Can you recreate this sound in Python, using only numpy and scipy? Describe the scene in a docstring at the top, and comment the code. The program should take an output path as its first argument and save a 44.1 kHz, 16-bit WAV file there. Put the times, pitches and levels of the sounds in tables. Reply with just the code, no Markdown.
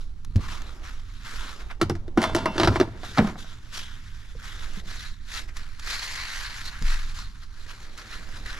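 """A jacket rustles close by all the while, over a low rumble that shakes the microphone ports and a low drone.
After an early low thud, a thin metal fryer drawer is lifted off the carpet, knocked, slid into its plastic
housing and shoved home; then the rustling goes on, with creases snapping and a few more low thuds. Noise shaped
by spectra makes cloth, rumble, scraping and collisions; dying sines ring the sheet metal and the thuds."""
import sys
import numpy as np
from scipy import signal
from scipy.fft import rfft, irfft, next_fast_len
from scipy.io import wavfile
from scipy.ndimage import uniform_filter1d, map_coordinates

SR = 44100
rng = np.random.default_rng(int(sys.argv[2]) if len(sys.argv) > 2 else 0)


def voltage_ratio(level):
    """Linear amplitude factor for a level in decibels (scalar or array-like)."""
    return 10 ** (np.asarray(level, float) / 20)


def store_pcm(level_fs):
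    """Save levels as 16-bit WAV."""
    pcm = np.round(np.clip(level_fs, -1, 1) * 32767).astype(np.int16)
    wavfile.write(sys.argv[1], SR, np.atleast_2d(pcm).T)


N = 378819

# Modes of the drawer's sheet metal. Each row: pitch in Hz, level in dB, decay time T60 in seconds when free.
SHEET_MODES = [(618, -5, 0.38), (650.5, 8, 0.18), (769, -3, .26), (900, -1, 0.47), (1000, 0, 0.21),
               (1240, -3, .18), (1405, -6, 0.54), (1490, -9, .4), (2050, -7, .2), (2105, -14, .5),
               (2169, -18, 0.56), (2250, -13, .39), (2616, -17, .47), (2736, -7, .4), (2880, -7, .2),
               (3042, -5, 0.47), (3230, -14, .45), (3505, -5, 0.39), (3600, -12, .35), (4040, -12, 0.3),
               (4264, -16, .12), (5125, -14, 0.27), (5580, -17, .2), (5700, -10, 0.2)]


def unit(x):
    """Scales a sound to rms 1."""
    return x / np.sqrt(np.mean(x ** 2) + 1e-20)


def along(points, hz):
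    """Reads a curve of (Hz, value) points on a log frequency axis."""
    f, v = np.transpose(points)
    return np.interp(np.log(hz + 1), np.log(f + 1), v)


def curves(rows, t):
    """Gives one value per time for each column after the first."""
    s, *cols = np.transpose(rows)
    return [np.interp(t, s, c) for c in cols]


def during(spans, t):
    """Tells whether each time lies inside one of the spans, and gives their columns as curves."""
    inside = sum((t >= rows[0][0]) & (t <= rows[-1][0]) for rows in spans) > 0
    return inside, curves(np.vstack(spans), t)


def wobble(rate):
    """A smooth random curve with rate knots a second."""
    knots = rng.standard_normal(int(N * rate / SR) + 4)
    return map_coordinates(knots, [np.arange(N) * rate / SR])


def filtered(x, response):
    """Multiplies the spectrum of x by a complex response of frequency."""
    m = next_fast_len(x.shape[-1] + SR // 4)
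    spectrum = rfft(x, m) * response(np.fft.rfftfreq(m, 1 / SR))
    return irfft(spectrum, m)[..., :x.shape[-1]]


def resonance(f, hz, width):
    """The response of a causal resonance, its width in Hz."""
    return 1j * f * width / (hz * hz - f * f + 1j * f * width)


def pair(likeness):
    """Left and right noise, as alike at each frequency as the (Hz, likeness) points say."""
    turn = lambda hz: np.arccos(np.clip(along(likeness, hz), -1, 1)) / 2
    mix = lambda hz: np.array([np.cos(turn(hz)), np.sin(turn(hz))])
    mid, side = filtered(rng.standard_normal((2, N)), mix)
    return np.array([mid + side, mid - side])


def add(track, s, sound):
    """Lays a sound into the track at s seconds."""
    part = track[round(s * SR):][:len(sound)]
    part += sound[:len(part)]


def peaked(x, db):
    """Sets the rms of a short sound's loudest 4 ms to a level."""
    return x * voltage_ratio(db) / np.sqrt(uniform_filter1d(x ** 2, size=176).max())


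def ringing(t, hz, db, t60):
    """A mode ringing down: a dying sine."""
    return voltage_ratio(db - 60 * t / t60) * np.sin(2 * np.pi * hz * t)


def contact(t, t60):
    """Many tiny collisions dying away: a spiky burst of noise whose level jumps every 40 samples."""
    spikes = voltage_ratio(2.54 * rng.standard_normal(len(t) // 40 + 1)).repeat(40)[:len(t)]
    return voltage_ratio(-60 * t / np.maximum(t60, .003)) * rng.standard_normal(len(t)) * spikes


def rumble():
    """Lumpy shaking of the microphone ports, uneven between them, under a low drone."""
    # Each row: time in seconds, rumble in dB (midway between the ports), drone in dB before its slow lumps.
    low_levels = [(0, -31.5, -49), (.19, -36, -54.5), (.4, -27.5, -42), (.7, -34.5, -53.5),
                  (1.08, -34, -53), (1.24, -40, -49), (1.6, -32.5, -63), (1.98, -37, -43), (2.24, -38, -48),
                  (2.34, -34.5, -34), (2.49, -37, -48), (2.7, -36.5, -26), (3.02, -40.5, -48.5),
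                  (3.28, -37, -42.5), (3.59, -42, -49), (4.35, -37.5, -52), (4.7, -33.5, -52),
                  (5.8, -38, -52), (6.2, -41, -53), (7.01, -34.5, -49), (7.2, -35, -50),
                  (8.04, -43.5, -54.5), (8.45, -33.5, -51), (8.59, -41, -52)]
    # Spectrum of the shaken ports. Each row: Hz, relative dB per Hz.
    shake_spectrum = [(8, -11.5), (12, -1), (21, -8), (60, -18.5), (90, -31.5), (200, -77.5)]
    # Spectrum of the low drone. Each row: Hz, relative dB per Hz.
    drone_spectrum = [(40, -30), (70, -0.5), (105, 0.5), (140, -10.5), (210, -13), (260, -16), (400, -28),
                      (800, -70)]
    left_db = -5  # left port over right
    shake_db, drone_db = curves(low_levels, np.arange(N) / SR)
    shake = unit(filtered(pair([(20, 0.96)]), lambda hz: voltage_ratio(along(shake_spectrum, hz))))
    drone = unit(filtered(pair([(100, 1.0), (300, 0.79)]), lambda hz: voltage_ratio(along(drone_spectrum, hz))))
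    lumps_db = 1.5 * wobble(6)
    port_db = left_db * np.array([[.5], [-.5]])
    return voltage_ratio(shake_db + port_db) * shake + voltage_ratio(drone_db + lumps_db) * drone


def kitchen(x):
    """The small room's answer: a noise tail in which each frequency dies at its own speed."""
    # Each row: Hz, decay time T60 in seconds.
    decay = [(150, 0.22), (1000, 0.58), (4000, 0.37), (12000, 0.18)]
    hz, t, z = signal.stft(rng.standard_normal((2, SR // 2)), SR, nperseg=256)
    dying = voltage_ratio(-60 * t / along(decay, hz)[:, None])
    thin_lows = (hz[:, None] / (hz[:, None] + 600)) ** 2
    tail = signal.istft(z * dying * thin_lows, SR, nperseg=256)[1]
    late = np.pad(x, (130, 0))[None]  # the answer starts 130 samples (3 ms) late
    return signal.fftconvolve(late, tail / np.linalg.norm(tail[0]), axes=1)[:, :N]


def strokes(t, idle_db):
    """Coarse and fine rubbing strength: every stroke of cloth on cloth swells, holds and fades over the idle rustle."""
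    # Each row: start of full strength in seconds, swell, hold and fade in seconds,
    # coarse rubbing in dB, fine rubbing in dB.
    cloth_strokes = [(.01, 0.0067, .005, 0.068, -58.5, -53), (0.442, 0.067, .005, 0.091, -41.5, -45.5),
                     (0.484, .006, 0.018, 0.22, -39.5, -43.5), (0.61, .015, 0.0045, 0.016, -54, -59),
                     (0.67, 0.015, .005, 0.092, -49.5, -50.5), (0.842, 0.019, 0.039, 0.11, -45, -48.5),
                     (1.162, 0.074, .005, .09, -56, -56), (1.259, 0.045, 0.25, 0.1, -42.5, -44.5),
                     (1.603, 0.025, .005, 0.089, -48, -53), (1.707, 0.016, .003, 0.027, -38.5, -62),
                     (2.976, 0.3, .005, 0.12, -54, -60.5), (3.048, 0.054, 0.0052, 0.21, -44.5, -43),
                     (3.153, .03, 0.15, 0.033, -43.5, -49), (3.384, 0.016, 0.025, 0.068, -50, -45),
                     (3.478, .05, 0.063, 0.042, -54, -54), (3.744, 0.026, 0.039, .1, -41, -37),
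                     (3.88, 0.046, 0.053, 0.25, -52.5, -54), (4.272, .02, 0.057, .1, -72, -63),
                     (4.444, 0.063, 0.11, 0.091, -45.5, -46), (4.632, 0.056, .005, .08, -42.5, -45.5),
                     (4.794, .25, 0.0065, 0.025, -46.5, -45.5), (4.882, 0.038, .19, 0.085, -45.5, -43.5),
                     (5.2, .04, .005, .06, -60.5, -75), (5.34, 0.067, 0.051, 0.046, -38.5, -36.5),
                     (5.484, 0.0091, .005, 0.048, -49, -55), (5.558, 0.026, .005, 0.29, -47.5, -49.5),
                     (5.894, 0.068, 0.044, 0.083, -35.5, -33.5), (6.032, 0.12, 0.0089, 0.062, -38, -34),
                     (6.119, 0.23, .31, 0.21, -37.5, -38), (6.566, 0.093, 0.042, .03, -41, -43),
                     (6.663, 0.039, 0.017, 0.047, -45, -38), (6.748, 0.12, 0.024, 0.069, -43.5, -51),
                     (6.893, 0.097, .005, 0.23, -36.5, -38), (7.096, 0.079, 0.0083, 0.016, -57, -49),
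                     (7.156, 0.023, 0.057, .11, -45.5, -44), (7.433, 0.07, .005, 0.039, -54.5, -53),
                     (7.626, 0.11, .005, 0.087, -59, -53.5), (7.7, 0.036, .005, 0.067, -44, -45.5),
                     (7.83, 0.11, .005, 0.15, -53, -54), (7.982, 0.011, .005, 0.066, -41.5, -44.5),
                     (8.13, .1, .005, 0.13, -40.5, -43), (8.362, 0.17, .005, 0.092, -47, -48.5),
                     (8.46, 0.0049, 0.07, 0.065, -41.5, -44), (8.585, .08, .005, .1, -42, -49)]
    swell_db = 15  # gained over a swell, lost over a fade
    idle_fine_db = -0.5  # fine over coarse rubbing between strokes
    s, swell, hold, fade, coarse_db, fine_db = np.transpose(cloth_strokes)[:, :, None]
    shape_db = -swell_db * np.maximum(np.maximum((s - t) / swell, (t - s - hold) / fade), 0)
    return [np.sqrt(voltage_ratio(idle) ** 2 + np.sum(voltage_ratio(top + shape_db) ** 2, axis=0))
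            for idle, top in ((idle_db, coarse_db), (idle_db + idle_fine_db, fine_db))]


def fabric():
    """Rubbing cloth: patchy noise in two resonances that move as the folds shift, with snapping creases."""
    # The jacket between strokes. Each row: time in seconds, idle rustle in dB before it stirs,
    # low mids in dB, fold resonance in Hz, weave resonance in Hz.
    jacket = [(0, -66.5, -63, 1290, 3760), (.33, -66, -72, 1110, 4200), (.52, -72, -51.5, 1170, 3780),
              (.85, -58.5, -55.5, 1400, 3904), (1.17, -58, -72, 1400, 3870), (1.3, -62, -56, 1500, 3720),
              (1.52, -56, -51.5, 1240, 3700), (1.8, -66.5, -59, 1410, 3600), (2.9, -73, -50, 1610, 3750),
              (3.5, -55.5, -60, 1400, 3600), (3.78, -60, -66, 1440, 3340), (4.1, -54, -74, 1640, 3470),
              (4.6, -62.5, -55.5, 1540, 3600), (4.95, -67, -58, 1710, 3930), (5.2, -72, -87, 1650, 3940),
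              (5.4, -64, -56, 1720, 3800), (5.72, -79, -68, 1490, 4260), (6.1, -68, -77, 1960, 4360),
              (6.7, -50, -73, 1550, 4150), (6.95, -67, -75, 1700, 4080), (7.3, -64, -85, 1280, 4150),
              (7.65, -56.5, -61, 1516, 4120), (8.05, -55, -53.5, 1520, 4100),
              (8.59, -55.5, -53.5, 1610, 3750)]
    # Creases snapping. Each row: start in seconds, level in dB before the cloth's spectrum, T60 in seconds.
    snaps = [(0.248, -22.5, 0.019), (0.3588, -18.5, 0.043), (0.4915, -25, 0.016), (0.6195, -21.5, 0.013),
             (4.857, -25, 0.015), (5.4744, -42, 0.02), (5.5676, -18.5, 0.058), (5.7954, -16, 0.028),
             (6.8233, -14, 0.015), (7.9757, -24, 0.047), (8.4512, -27, 0.017)]
    # Spectra of the heavy folds, the coarse rubbing and the fine weave. Each row: Hz, relative dB per Hz.
    heavy_spectrum = [(150, -7), (280, -4.5), (500, -11.5), (900, -13), (1500, -34), (3000, -54)]
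    coarse_spectrum = [(400, -53), (700, -22.5), (1000, -9), (2200, -8), (3500, -15), (6000, -37.5)]
    fine_spectrum = [(1500, -21.5), (2800, -10.5), (5500, -10.5), (7500, -15.5), (8500, -24.5),
                     (11000, -19), (13500, -28), (15300, -55)]
    # Stereo width. Each row: Hz, left-right likeness from 0 to 1.
    likeness = [(60, .9), (600, .9), (1400, .75), (3100, .65), (7000, .6), (14000, .45)]
    # Stereo balance. Each row: Hz, left over right in dB.
    balance = [(60, -17), (150, 6), (380, -3), (950, 2.5), (2380, -0.5), (5980, 1.5), (15000, 2.0)]
    stir_db, stirs_per_s = 1.5, 22  # the idle rustle comes and goes
    bright_flares = 0.31  # dB of weave whistle per dB that fine rubbing exceeds coarse

    crackle = voltage_ratio(1.4 * wobble(200) + 0.96 * wobble(700))
    hz, t, z = signal.stft(pair(likeness) * crackle, SR, nperseg=256)
    frames = np.minimum(t * SR, N - 1).astype(int)
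    idle_db, heavy_db, fold_hz, weave_hz = curves(jacket, t)
    rubbing, fine_rubbing = strokes(t, idle_db + stir_db * wobble(stirs_per_s)[frames])

    def hump(centre, width, top_db):
        """A moving resonance: a bump on the log frequency axis."""
        return voltage_ratio(top_db * np.exp(-(np.log((hz[:, None] + 1) / centre) / width) ** 2))

    def level(g):
        """Evens the power of every frame."""
        return g / np.sqrt(np.mean(g ** 2, 0))

    finer_db = 20 * np.log10(fine_rubbing / rubbing)
    flare_db = 6 + bright_flares * finer_db + 2 * wobble(12)[frames]  # the weave whistles unevenly
    heavy = voltage_ratio(heavy_db) * level(voltage_ratio(along(heavy_spectrum, hz))[:, None])
    coarse = rubbing * level(voltage_ratio(along(coarse_spectrum, hz))[:, None] * hump(fold_hz, .28, 7))
    fine = fine_rubbing * level(voltage_ratio(along(fine_spectrum, hz))[:, None] * hump(weave_hz, .13, flare_db))
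    # patches of 4 frequency bins by 8 frames
    grain = rng.standard_normal(z.shape[1:])
    patches = unit(uniform_filter1d(uniform_filter1d(grain, 4, 0), 8, 1))
    gain = voltage_ratio(1.5 * patches) * np.sqrt(heavy ** 2 + coarse ** 2 + fine ** 2)
    sides = voltage_ratio(np.outer([.5, -.5], along(balance, hz)))[:, :, None]
    rub = signal.istft(z * gain * sides, SR, nperseg=256)[1][:, :N]

    creases = np.zeros(N)
    for s, db, t60 in snaps:
        add(creases, s, voltage_ratio(db) * contact(np.arange(SR // 10) / SR, t60))
    cloth = lambda f: voltage_ratio(np.maximum(along(fine_spectrum, f), along(coarse_spectrum, f)))
    return rub + filtered(creases, cloth)


def thuds():
    """Soft low thuds ring a low mode and a shorter one above it, with a dull puff."""
    # Each row: start in seconds, level of the low mode in dB before its rise, its pitch in Hz,
    # its T60 in seconds, rise in seconds, dull puff over the low mode in dB.
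    landings = [(0.3575, -5, 96.2, 0.13, 0.0033, -15.5), (1.819, -25.5, 98, 0.45, 0.006, 3.5),
                (1.9, -26, 92, 0.46, 0.0054, 2), (2.178, -10.5, 227, 0.1, 0.0028, -12.5),
                (2.678, -13, 68, 0.17, 0.0062, -7), (3.191, -15.5, 216, 0.33, 0.0018, -5.5),
                (4.35, -34, 477, 0.042, 0.0029, -10), (4.77, -27, 192, 0.081, 0.0055, -22),
                (4.86, -40, 190, 0.07, 0.011, -1), (6.815, -4.5, 20.7, 0.64, 0.077, -28.5)]
    overtone, overtone_db, overtone_t60 = 2.2, -8, .45  # pitch ratio, level and decay ratio over the low mode
    out, t = np.zeros(N), np.arange(SR) / SR
    for s, db, hz, t60, rise, puff_db in landings:
        low = ringing(t, hz, db, t60)
        high = ringing(t, overtone * hz, db + overtone_db, overtone_t60 * t60)
        add(out, s, -(low + high) * (1 - np.exp(-t / rise)))
        puff = unit(filtered(rng.standard_normal(SR), lambda f: resonance(f, 106, 98) ** 2))
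        add(out, s, voltage_ratio(db + puff_db - 60 * t / 0.21) * puff * (1 - np.exp(-t / 0.0014)))
    return out


def slide():
    """Dragging shakes the housing with lumpy noise and feeds grit into the sheet metal's modes."""
    # The drawer dragged and settling, in spans. Each row: time in seconds, scrape in dB, grit in dB.
    drags = [
        [(1.8, -49, -56), (1.86, -44, -63), (1.96, -58, -80), (2.16, -62, -72)],
        [(2.17, -31, -43), (2.25, -36, -33), (2.33, -40, -46), (2.39, -35, -35), (2.5, -35, -49),
         (2.55, -42, -36.5), (2.63, -29, -31), (2.71, -28.5, -42.5), (2.76, -34, -31.5), (2.85, -36, -49),
         (2.92, -56, -61)],
        [(3.17, -56, -47), (3.22, -31, -53), (3.3, -40, -48), (3.45, -59, -71)],
    ]
    # Spectra of the rubbed housing and of the grit. Each row: Hz, relative dB per Hz.
    scrape_spectrum = [(90, -3), (200, 5.5), (340, -1.5), (650, -9.5), (1000, -5.5), (1500, -25),
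                       (3000, -40.5)]
    grit_spectrum = [(800, 7), (1500, 8.5), (2500, -2), (4500, -1), (7500, -12.5), (11000, -20),
                     (15000, -34)]
    inside, (scrape_db, grit_db) = during(drags, np.arange(N) / SR)

    def modes(f):
        """All sheet modes with alternating signs, wider where they die faster."""
        return sum((-1) ** k * voltage_ratio(level) * resonance(f, hz, 4 / t60)
                   for k, (hz, level, t60) in enumerate(SHEET_MODES))

    lumps = voltage_ratio(2.5 * wobble(120))
    scrape = unit(filtered(lumps * rng.standard_normal(N), lambda hz: voltage_ratio(along(scrape_spectrum, hz))))
    grains = lumps * rng.standard_normal(N)
    grit = unit(filtered(grains, lambda hz: voltage_ratio(along(grit_spectrum, hz))))
    ring = unit(filtered(grains, modes))
    fade = uniform_filter1d(inside * 1., size=400)  # soft edges, 9 ms
    return fade * (voltage_ratio(scrape_db) * scrape + voltage_ratio(grit_db) * (grit + 0.5 * ring))


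def drawer():
    """Each knock clacks, rattles, booms in the hollow housing and rings the sheet metal, longest where it hangs free."""
    # Each row: start in seconds, strength in dB, hardness and boom in dB over the strength, clack pitch in Hz.
    knocks = [(1.711, -32, -4, -28, 1370), (1.814, -13, -4, -4.5, 1260), (1.826, -25, -15, 4, 725),
              (1.897, -22, -0.5, 0.5, 794), (1.917, -39, -21, 12.5, 1330), (1.953, -33.5, -5.5, -2.5, 660),
              (2.08, -40.5, -3, 7, 600), (2.175, -11.5, -16, -0.5, 630), (2.218, -19.5, -2, -8, 620),
              (2.228, -20, 1, -15, 646), (2.239, -14, -2.5, -17, 940), (2.295, -29, -21, -20, 999),
              (2.349, -16, -0.5, -1.5, 630), (2.364, -23, 3, -13, 549), (2.457, -12, -12, -12.5, 1010),
              (2.476, -26, -26, -6, 1010), (2.556, -31, -11, 1, 665), (2.58, -20.5, 4.5, -3.5, 584),
              (2.599, -15, 3, -3.5, 676), (2.614, -20.5, 0, -6, 636), (2.633, -14.5, 1.5, -8, 940),
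              (2.646, -18, 2, -13, 560), (2.674, -9, -6, -7, 1310), (2.758, -15.5, -18, -7, 1030),
              (2.8, -15, -2, 0, 1210), (2.811, -15, -6.5, 1, 604), (2.876, -33, -27, -4, 696),
              (2.948, -41, -17, -4, 570), (3.033, -31, -1, -14.5, 762), (3.175, -14, -7, -20, 1220),
              (3.183, -10, -6, -6.5, 657), (3.19, -8.5, -25, -3.5, 680), (3.209, -29, -27, 13.5, 1330),
              (3.245, -24, -20, 1.5, 770), (3.275, -26.5, -15, -5, 1210), (3.357, -30, -30, -12, 710),
              (3.445, -39.5, -21, -5, 1450)]
    # Plastic and rim meeting. Each row: Hz, dB per Hz.
    clack_spectrum = [(300, -39), (500, 2), (900, 3.5), (1500, 1), (2300, -2), (3500, -47)]
    # Bare contact noise. Each row: Hz, dB per Hz.
    crack_spectrum = [(1500, -6), (2500, -5.5), (4000, -4), (6000, -9), (8000, -15.5), (11000, -15),
                      (15000, -32)]
    # The drawer hangs free of floor and housing: from and to, in seconds.
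    free_from, free_to = (2.1, 2.55)
    clack_db, crack_db = -4.5, -6  # clack over the strength; crack over strength and hardness
    rattle_t60, first_touch = 0.079, 1.33  # seconds; the first collision over the rattle after it
    open_hz, shut_hz, shut_s = 336, 180, 3.1  # the hollow booms lower once the drawer closes it
    shaded_db, shade_hz = -12.5, 6450  # once inside, the housing shades the highest treble
    free_ring_db, held_ring_db = -21, -21.5  # ring over strength
    held_t60 = 0.23  # carpet or housing shortens the ring to this share
    ring_scatter_db, flex = 4, .0015  # each blow finds other modes and bends the sheet a little (share of pitch)
    soft_dulls = 0.17  # dB lost per octave above 1 kHz and per dB of softness, in the ring

    out, t = np.zeros(N), np.arange(SR // 2) / SR
    short = t[:SR // 5]
    sharp = 1 + first_touch * np.exp(-short / 0.0015)
    for s, db, hard_db, boom_db, clack_hz in knocks:
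        blow = sharp * contact(short, rattle_t60)
        clack = filtered(blow, lambda hz: voltage_ratio(along(clack_spectrum, hz))
                         + 2.15 * resonance(hz, clack_hz, 0.27 * clack_hz) ** 2)

        shade = lambda hz: voltage_ratio(shaded_db * (s > free_to) / (1 + (shade_hz / (hz + 1)) ** 4))
        bright_hz = rng.uniform(3430, 6040)
        bare = sharp * contact(short, 0.97 * rattle_t60)
        crack = filtered(bare, lambda hz: shade(hz) * (voltage_ratio(along(crack_spectrum, hz))
                                                       + 0.42 * resonance(hz, bright_hz, 690)))

        boom_hz = shut_hz if s > shut_s else open_hz
        push = 0.92 * blow / np.linalg.norm(blow)
        push[0] += 1  # a single impulse leads the rattle
        boom = filtered(push, lambda hz: resonance(hz, boom_hz, 190) * resonance(hz, boom_hz, 59)
                        + 0.19 * resonance(hz, 114, 62) ** 2)
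        add(out, s, peaked(clack, db + clack_db) + peaked(crack, db + hard_db + crack_db)
            + peaked(boom, db + boom_db))

        free = free_from < s < free_to
        ring_db, held = (free_ring_db, 1) if free else (held_ring_db, held_t60)
        sheet = np.zeros(len(t))
        for hz, level, t60 in SHEET_MODES:
            dull_db = soft_dulls * min(hard_db, 0) * max(np.log2(hz / 1000), 0)
            bent_hz = hz * rng.normal(1, flex)
            mode_db = level + dull_db + rng.normal(0, ring_scatter_db)
            sheet += ringing(t, bent_hz, mode_db, held * t60) * rng.choice([-1, 1])
        add(out, s, voltage_ratio(db + ring_db) * sheet * (1 - np.exp(-t / 0.00054)))
    return out


def scene():
    """Sums the drawer with its room, the thuds, the jacket and the rumble."""
    # Stereo balance of the drawer. Each row: Hz, left over right in dB.
    drawer_balance = [(300, -1), (1000, 1.2), (2500, -1), (5000, -0.5), (12000, 3)]
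    metal = drawer() + slide()
    sides = filtered(metal, lambda hz: voltage_ratio(np.outer([.5, -.5], along(drawer_balance, hz))))
    return sides + voltage_ratio(-17.5) * kitchen(metal) + thuds() + fabric() + rumble()


def band_limit(x):
    """A steep low-pass at the top of the band."""
    return signal.sosfilt(signal.butter(12, 15630, fs=SR, output="sos"), x)


def record(dry):
    """The two microphone ports sit apart in the case, so their phases differ; the treble rolls off."""
    # Response of the microphones. Each row: Hz, gain in dB.
    mic_response = [(20, 1.5), (9000, -1), (12000, -4), (14000, -6), (15000, -24), (15600, -37)]
    # Phase from port to port. Each row: Hz, radians by which the left leads.
    port_lead = [(30, 0.053), (600, -0.2), (1400, -0.51), (2500, -1.52), (3300, -0.92), (4500, -0.7),
                 (8000, -0.59)]
    phase = lambda hz: np.exp(.5j * np.outer([1, -1], along(port_lead, hz)))
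    ports = filtered(dry, lambda hz: voltage_ratio(along(mic_response, hz)) * phase(hz))
    return band_limit(ports)


dry = scene()
out = record(dry)
store_pcm(out)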